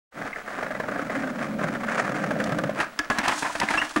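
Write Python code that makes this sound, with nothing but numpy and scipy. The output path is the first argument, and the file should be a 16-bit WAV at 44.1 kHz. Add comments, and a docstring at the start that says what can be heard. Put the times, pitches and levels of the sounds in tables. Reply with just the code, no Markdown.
"""A stone courtyard. A skateboard rolls closer over rough paving: grit crunches, the wheels rumble,
hum and knock on the joints, the trucks squeak and the deck booms. The tail pops, the board lands on
a sloping ledge, clatters and scrapes down it, squeals once on a slipping wheel and slams to the ground.
A wall throws back a dull echo over quiet air; a camcorder limits the peaks and adds a thin whine."""
import sys
import numpy as np
from scipy import signal
from scipy.fft import rfft, irfft
from scipy.io import wavfile
from scipy.ndimage import uniform_filter1d

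SR = 44100
rng = np.random.default_rng(int(sys.argv[2]) if len(sys.argv) > 2 else 0)


def master_out(mix):
    """Clip the mix to full scale and print it as 16-bit PCM to the path in sys.argv[1]."""
    frames = np.transpose(np.atleast_2d(mix))
    ceiling = np.clip(frames, -1, 1)
    pcm = np.round(ceiling * 32767).astype(np.int16)
    wavfile.write(sys.argv[1], SR, pcm)


N = 176400
TIME = np.arange(N) / SR

# EQ curves that give each layer its colour: freq_hz, gain_db
AIR_EQ = [(25,-4),(250,-22),(1500,-10),(13000,-31.5),(16000,-45)]  # soft outdoor bed
SIDE_AIR_EQ = [(25,26),(150,-2),(16000,-77)]  # deep air between left and right
GRIT_EQ = [(100,-42.5),(350,-5),(700,4),(930,-4.5),(1200,3),(1650,1.5),(2200,-4.5),(2800,-15.5),(4000,-22.5),(6500,-22.5),(10000,-30.5),(13500,-64)]  # midrange crunch of paving
CRACK_EQ = [(1000,-27),(2500,15.5),(3600,6.5),(6200,0.5),(10500,-5.5),(14000,-33)]  # bright, hard contact
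WHEEL_EQ = [(70,-32.5),(125,-7.5),(215,1),(290,-2),(390,-18),(1800,-69.5)]  # low wheel rumble
DECK_EQ = [(250,-26.5),(420,-23),(520,3),(690,-10.5),(850,-23),(3000,-52.5)]  # hollow deck drone
KNOCK_EQ = [(70,-44),(170,-5),(380,-2.5),(620,7.5),(950,-7.5),(1600,4),(2300,-11.5),(2900,-19.5),(4200,-25),(13500,-42.5)]  # wheel on a joint
CLACK_EQ = [(25,-28),(90,-15),(430,-6.5),(680,1),(1050,0.5),(1700,2.5),(2400,-6),(5000,-36.5),(16000,-56)]  # wood on stone
THUD_EQ = [(70,-31),(145,-3.5),(240,4),(310,1.5),(420,-4.5),(4000,-68)]  # the deck's low end
GRIND_EQ = [(100,-22),(300,5),(400,-13.5),(700,2),(970,3),(1200,0.5),(1700,1.5),(2400,-5),(3300,-12.5),(16000,-44)]  # body of the scrape
HISS_EQ = [(1000,-20),(2800,4),(6500,6.5),(9000,3),(11000,-6),(16000,-32)]  # top of the scrape

# Fader for the grit under the wheels: time_s, level_db
GRIT_FADER = [(.12,-43.5),(.18,-38),(.43,-42),(.52,-36),(.75,-41.5),(1.15,-35.5),(1.37,-42.5),(1.43,-31),(1.55,-43.5),(1.63,-32.5),(1.875,-37.5),(1.887,-28),(2.01,-28),(2.05,-30.5),(2.4,-36.5),(2.75,-40),(2.83,-31.5),(2.92,-50),(3.08,-43),(3.15,-53)]
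# Fader for the wheel rumble and the deck drone it drives: time_s, level_db
RUMBLE_FADER = [(.14,-45),(.22,-38),(.36,-57),(.6,-42.5),(.95,-38),(1.4,-37),(1.63,-32),(1.85,-38.5),(2.3,-31),(2.64,-31.5),(2.76,-39),(2.93,-54)]
# Ticks and crackle come forward as the board nears: time_s, gain_db
PRESENCE = [(.1,-28),(1.9,-14),(2.55,-4.5)]
# Wheels hit paving joints: start_s, level_db
JOINT_HITS = [(0.213, -19.5), (0.254, -20), (0.361, -24), (0.477, -19), (0.586, -16.5), (0.626, -13.5),
              (0.663, -17.5), (0.706, -15.5), (0.749, -17.5), (0.799, -13), (0.836, -19), (0.885, -15),
              (0.918, -16), (0.957, -15.5), (0.99, -15.5), (1.097, -14), (1.151, -15), (1.234, -16.5),
              (1.274, -19), (1.413, -18), (1.591, -20.5), (1.611, -16.5), (1.639, -15.5), (1.75, -15),
              (1.833, -15), (1.883, -14.5), (2.047, -19), (2.092, -16),  (2.239, -17.5), (2.307, -13),
              (2.4, -11.5), (2.459, -21), (2.491, -17), (2.52, -13), (2.585, -12.5), (2.636, -13.5),
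              (2.694, -19), (2.757, -21.5)]
# Short squeaks of the trucks: start_s, hold_s, pitch_hz, level_db
TRUCK_SQUEAKS = [(0.329,0.0065,2110,-30.5),(0.3597,0.0018,1740,-25),(3.497,0.011,962,-29.5),(3.686,0.0021,2050,-18.5)]
# Wheels hum on ribbed paving: time_s, pitch_hz, level_db
HUM_CURVE = [(0.849,286.7,-50),(1.2,263.4,-35),(1.55,222,-38),(1.799,241.4,-35),(1.95,232,-45)]
# The board booms at dips in the paving and on the hardest blows: start_s, pitch_hz, level_db
DECK_BOOMS = [(1.636,167.8,-23.5),(2.312,610,-20.5),(2.362,615,-19.5),(2.516,154,-21.5),(2.648,155.6,-24.5),(2.692,593,-15.5),(2.991,292,-23),(3.96,323,-10.5)]
# A hard edge catches the stone: start_s, level_db
EDGE_SNAPS = [(2.44,-33),(2.99,-21),(3.1015,-26),(3.186,-22),(3.2815,-21),(3.6,-24),(3.893,-37)]
# The board strikes stone: start_s, hold_s, clack_db, thud_db, crack_db, ring_hz
BOARD_HITS = [(2.787,0.0069,-27,-29.5,-42,1620),(2.8,0.016,-21.5,-38,-32.5,1880),(2.991,0.0021,-15.5,-35,-47,1672),
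              (3.1,0.012,-15.5,-23,-34,1070),(3.184,0.0073,-22,-25.5,-46,1625),(3.235,0.029,-30.5,-56,-38,1900),
              (3.278,0.015,-21.5,-31,-30,1006),(3.32,0.0077,-25,-48,-47,1018),(3.423,0.008,-25.5,-33,-36.5,916),(3.445,0.025,-28,-47,-52,1036),
              (3.552,0.0052,-24.5,-43,-39.5,1750),(3.599,0.0076,-30,-35.5,-47,1910),(3.614,0.008,-21,-48,-35.5,934),(3.63,0.0094,-28.5,-27,-35,770),
              (3.687,0.0029,-28.5,-50,-34,1660),(3.705,0.0076,-24,-31,-31,930),(3.739,0.0074,-18,-43,-32,1344),(3.774,0.01,-25,-39,-39,1157),
              (3.815,.012,-23.5,-56,-44,1883),(3.9605,0.015,-20,-19.5,-31,1196)]
# Resonances of the struck board: pitch_hz, gain_db
DECK_MODES = [(301,-18.5),(680,-16.5),(1690,-9)]
# Faders for the scrape down the ledge: time_s, grind_db, hiss_db
SLIDE_FADERS = [(3.1,-75,-45),(3.15,-34,-48),(3.22,-30.5,-53),(3.3,-24,-40.5),(3.39,-37,-37),(3.47,-32,-41),(3.535,-40,-43),(3.68,-37.5,-51),(3.73,-30,-43),(3.85,-34,-47),(3.95,-50,-49)]
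# Squeal of a slipping wheel: time_s, pitch_hz, level_db
SQUEAL_CURVE = [(3.772,2600,-60),(3.778,2705,-20),(3.791,2675,-17),(3.795,2840,-35),(3.803,2890,-27),(3.811,2820,-32),(3.9,2820,-57)]
# Slapback from the wall: delay_s, gain_db
WALL_ECHOES = [(.055,-19)]

POP_S, LANDING_S = BOARD_HITS[0][0], BOARD_HITS[3][0]


def from_db(db):
    """Decibels to gain."""
    return 10 ** (np.asarray(db) / 20)


def rms_one(x):
    """Scale to unit power."""
    return x / np.sqrt(np.mean(x ** 2) + 1e-20)


def fader(rows, column=1):
    """Gain over time from a dB column; silent before its first point."""
    rows = np.array(rows)
    return from_db(np.interp(TIME, rows[:, 0], rows[:, column])) * (TIME >= rows[0, 0])


def equalise(x, curve):
    """Colour x with a causal (minimum-phase) EQ; unit power."""
    hz, db = np.transpose(curve)
    freqs = np.maximum(np.fft.rfftfreq(N, 1 / SR), 1)
    gain = from_db(np.interp(np.log(freqs), np.log(hz), db))
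    cepstrum = irfft(np.log(gain))
    cepstrum[1:N // 2] *= 2
    cepstrum[N // 2 + 1:] = 0
    return rms_one(irfft(rfft(x) * np.exp(rfft(cepstrum))))


def bandpass(x, band_hz):
    """Keep one band, with gentle slopes."""
    return signal.sosfilt(signal.butter(2, band_hz, "band", fs=SR, output="sos"), x)


def wobble(samples, passes=2):
    """Random modulation, smoothed by moving averages; unit power."""
    x = rng.standard_normal(N)
    for _ in range(passes):
        x = uniform_filter1d(x, samples)
    return rms_one(x)


def glide_phase(curve, waver):
    """Phase of an oscillator following a pitch curve, bent by the fraction waver."""
    times, hz, _ = np.transpose(curve)
    return 2 * np.pi * np.cumsum(np.interp(TIME, times, hz) * (1 + waver)) / SR


def grains(eq, per_s, spread_db):
    """Tiny random contacts of uneven size, coloured by an EQ."""
    sizes = from_db(spread_db * np.minimum(rng.exponential(1, N), 4))
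    clicks = sizes * rng.choice([-1, 1], N) * (rng.random(N) < per_s / SR)
    return equalise(clicks, eq)


def rattle(eq, even_s):
    """A dense run of contacts, its level evened out over even_s."""
    x = grains(eq, per_s=5000, spread_db=2.84)
    power = np.abs(uniform_filter1d(x ** 2, int(even_s * SR)))
    return x / np.sqrt(power + 1e-4)


def bursts(starts, holds, dbs, attack_s, t60_s):
    """Attack, hold and release envelopes, summed in power."""
    power = np.zeros(N)
    for start, hold, db in np.broadcast(starts, holds, dbs):
        i = int(start * SR)
        t = TIME[:min(N - i, SR // 3)]
        attack = np.minimum(t / attack_s, 1)
        release = from_db(db - 60 * np.maximum(t - hold, 0) / t60_s)
        power[i:i + len(t)] += (attack * release) ** 2
    return np.sqrt(power)


def resonator(x, hz, t60_s):
    """One decaying mode driven by x; unit power."""
    radius, angle = from_db(-60 / (t60_s * SR)), 2 * np.pi * hz / SR
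    return rms_one(signal.lfilter([1, 0, -1], [1, -2 * radius * np.cos(angle), radius ** 2], x + 1e-18))


def ping(start_s, hold_s, db, hz, t60_s=0.06, jitter_rad=0):
    """A briefly driven metallic tone; phase jitter roughens it."""
    envelope = bursts(start_s, hold_s, db, attack_s=0.0011, t60_s=t60_s)
    return envelope * np.sqrt(2) * np.sin(2 * np.pi * hz * (TIME - start_s) + jitter_rad)


def outdoor_air():
    """A quiet bed of air as mid and side; the side is mostly deep rumble."""
    mid = from_db(-51) * equalise(rng.standard_normal(N), AIR_EQ)
    side = from_db(-60) * equalise(rng.standard_normal(N), SIDE_AIR_EQ)
    return mid, side


def rolling():
    """The wheels crunch over grit, crush single grains, rumble and set the deck droning."""
    crackle = fader(PRESENCE) * (TIME < POP_S) * grains(CRACK_EQ, per_s=160, spread_db=4.5)
    flutter = from_db(3.3 * wobble(samples=420))
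    crunch = grains(GRIT_EQ, per_s=1300, spread_db=1.0)
    grit = fader(GRIT_FADER) * flutter * (crunch + from_db(-10) * crackle)
    rumble = rattle(WHEEL_EQ, even_s=0.054)
    drone = from_db(-4.5) * rattle(DECK_EQ, even_s=0.021)
    return grit + fader(RUMBLE_FADER) * (rumble + drone) * (TIME < LANDING_S)


def joint_knocks(hold_s=0.0062, gap_s=0.014, second_db=-10, ring_range_hz=(558, 2088)):
    """Each joint gives a knock, a tick and a brief ring, then a softer knock as the next wheel crosses."""
    starts, dbs = np.transpose(JOINT_HITS)
    second_starts = starts + gap_s * rng.uniform(0.47, 2, len(starts))
    knock_dbs = dbs - 11.5
    first = bursts(starts, hold_s, knock_dbs, attack_s=0.00041, t60_s=0.043)
    second = bursts(second_starts, hold_s / 2, knock_dbs + second_db, attack_s=0.00041, t60_s=0.043)
    knock = np.hypot(first, second) * rattle(KNOCK_EQ, even_s=0.0092)
    tick = bursts(starts + 0.00116, 0, dbs - 16.5, attack_s=0.00018, t60_s=0.038)
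    tick *= fader(PRESENCE) * rattle(CRACK_EQ, even_s=0.0018)
    pitches = np.exp(rng.uniform(*np.log(ring_range_hz), len(starts)))
    rings = sum(ping(start, 0, db - 16, hz) for start, db, hz in zip(starts, dbs, pitches))
    return knock + tick + rings


def truck_squeaks():
    """The trucks give short, rough chirps."""
    jitter = 0.7 * wobble(samples=60)
    return sum(ping(start, hold, db, hz, t60_s=0.024, jitter_rad=jitter)
               for start, hold, hz, db in TRUCK_SQUEAKS)


def wheel_hum():
    """Ribbed paving draws a rough, wavering hum from the wheels; it ends lower than it starts."""
    phase = glide_phase(HUM_CURVE, waver=0.065 * wobble(samples=900, passes=1))
    swell = from_db(4.7 * wobble(samples=900, passes=1))
    return fader(HUM_CURVE, column=2) * rms_one(swell * np.sin(phase)) * (TIME < HUM_CURVE[-1][0])


def deck_booms(rise_cycles=1.82):
    """One low mode of the board swells into a round boom and dies quickly."""
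    out = np.zeros(N)
    for start, hz, db in DECK_BOOMS:
        cycles = np.maximum(TIME - start, 0) * hz
        age = cycles / rise_cycles
        out += from_db(db) * age ** 2 * np.exp(2 - 2 * age) * np.sin(2 * np.pi * cycles)
    return out


def edge_snaps():
    """A hard edge hits or catches on the stone: a very short, bright snap."""
    starts, dbs = np.transpose(EDGE_SNAPS)
    bright = rms_one(bandpass(rng.choice([-1., 1.], N), band_hz=(2200, 6800)))
    return bright * bursts(starts, 0.0028, dbs, attack_s=0.00028, t60_s=0.02)


def board_hits():
    """Wood clacks, the deck thuds and metal cracks on stone, with a deep thump under each hit."""
    starts, holds, clack_db, thud_db, crack_db, _ = np.transpose(BOARD_HITS)
    force = bursts(starts, holds, clack_db, attack_s=0.0013, t60_s=0.036)
    clack = force * rattle(CLACK_EQ, even_s=0.0038)
    thud = bursts(starts, holds, thud_db, attack_s=0.00096, t60_s=0.048) * rattle(THUD_EQ, even_s=0.011)
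    crack = bursts(starts, holds, crack_db, attack_s=0.00064, t60_s=0.079)
    crack *= rattle(CRACK_EQ, even_s=0.015)
    thump = from_db(-16.5) * bandpass(force, band_hz=(27.8, 129))
    return clack + thud + crack + thump + deck_ring(force)


def deck_ring(force, detune=0.05):
    """The board's modes ring on, at a slightly different random pitch for each hit."""
    contacts = force * rng.standard_normal(N)
    latest_hit = np.searchsorted(np.array(BOARD_HITS)[:, 0], TIME) - 1
    out = np.zeros(N)
    for hit in range(len(BOARD_HITS)):
        drive = contacts * (latest_hit == hit)
        for hz, db in DECK_MODES:
            pitch = hz * (1 + rng.uniform(-detune, detune))
            out += np.std(drive) * from_db(db) * resonator(drive, pitch, t60_s=0.14)
    return out


def truck_rings():
    """Each hit brings out one metallic ring, its pitch set by where the blow lands."""
    return sum(ping(start, hold / 2, clack_db - 3, hz) for start, hold, clack_db, _, _, hz in BOARD_HITS)


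def ledge_slide():
    """The board grinds over the stone's grain and hisses along its edge, gripping and slipping."""
    grind = fader(SLIDE_FADERS) * grains(GRIND_EQ, per_s=1100, spread_db=1.5)
    hiss = fader(SLIDE_FADERS, column=2) * grains(HISS_EQ, per_s=5600, spread_db=2.0)
    grip = from_db(2 * wobble(samples=400))
    return (grind + hiss) * grip


def wheel_squeal(harmonics_db=(0, -19, -24)):
    """A wheel sticks and slips: one short, shrill tone with an unsteady pitch."""
    phase = glide_phase(SQUEAL_CURVE, waver=0.0142 * wobble(samples=60, passes=1))
    tone = sum(from_db(db) * np.sin(k * phase) for k, db in enumerate(harmonics_db, 1))
    return fader(SQUEAL_CURVE, column=2) * tone * (TIME < SQUEAL_CURVE[-1][0])


def courtyard_reverb(x, t60_s=0.29, build_s=0.0056, top_hz=3500):
    """A slapback off the wall and a thin scattered tail, both dulled."""
    t = TIME[:SR]
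    response = rng.standard_normal(SR) * from_db(-60 * t / t60_s) * np.minimum(t / build_s, 1)
    response *= from_db(-13.5) / np.linalg.norm(response)
    for delay, db in WALL_ECHOES:
        response[int(delay * SR)] += from_db(db)
    dull = signal.sosfilt(signal.butter(1, top_hz, fs=SR, output="sos"), response)
    return signal.fftconvolve(x, dull)[:N]


def scene(balance_db=-0.25):
    """The board and its echoes over quiet outdoor air, almost mono."""
    board = rolling() + wheel_hum() + joint_knocks() + deck_booms()
    board += board_hits() + edge_snaps() + truck_rings() + truck_squeaks()
    board += ledge_slide() + wheel_squeal()
    air, side = outdoor_air()
    mid = board + courtyard_reverb(board) + air
    return np.array([mid * from_db(balance_db / 2) + side, mid * from_db(-balance_db / 2) - side])


def record(dry, limit=0.24, release_db_per_s=497, whine_hz=15734, buzz_hz=59.94):
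    """The camcorder: a fast limiter, a buzzing line whine, a fade-in and a steep top cut."""
    over_db = np.maximum(20 * np.log10(np.abs(dry).max(axis=0) / limit + 1e-9), 0)
    release_db = release_db_per_s * TIME
    reduction_db = np.maximum.accumulate(over_db + release_db) - release_db
    limited = dry * from_db(-uniform_filter1d(reduction_db, size=16))
    whine = sum(0.45 ** k * np.sin(2 * np.pi * (whine_hz - k * buzz_hz) * TIME) for k in range(3))
    fade_in = np.interp(TIME, (0.11, 0.18), (0, 1))
    top_cut = signal.cheby2(16, 60, 16300, fs=SR, output="sos")
    return signal.sosfilt(top_cut, (limited + from_db(-61.5) * whine) * fade_in)


dry = scene()
out = record(dry)
master_out(out)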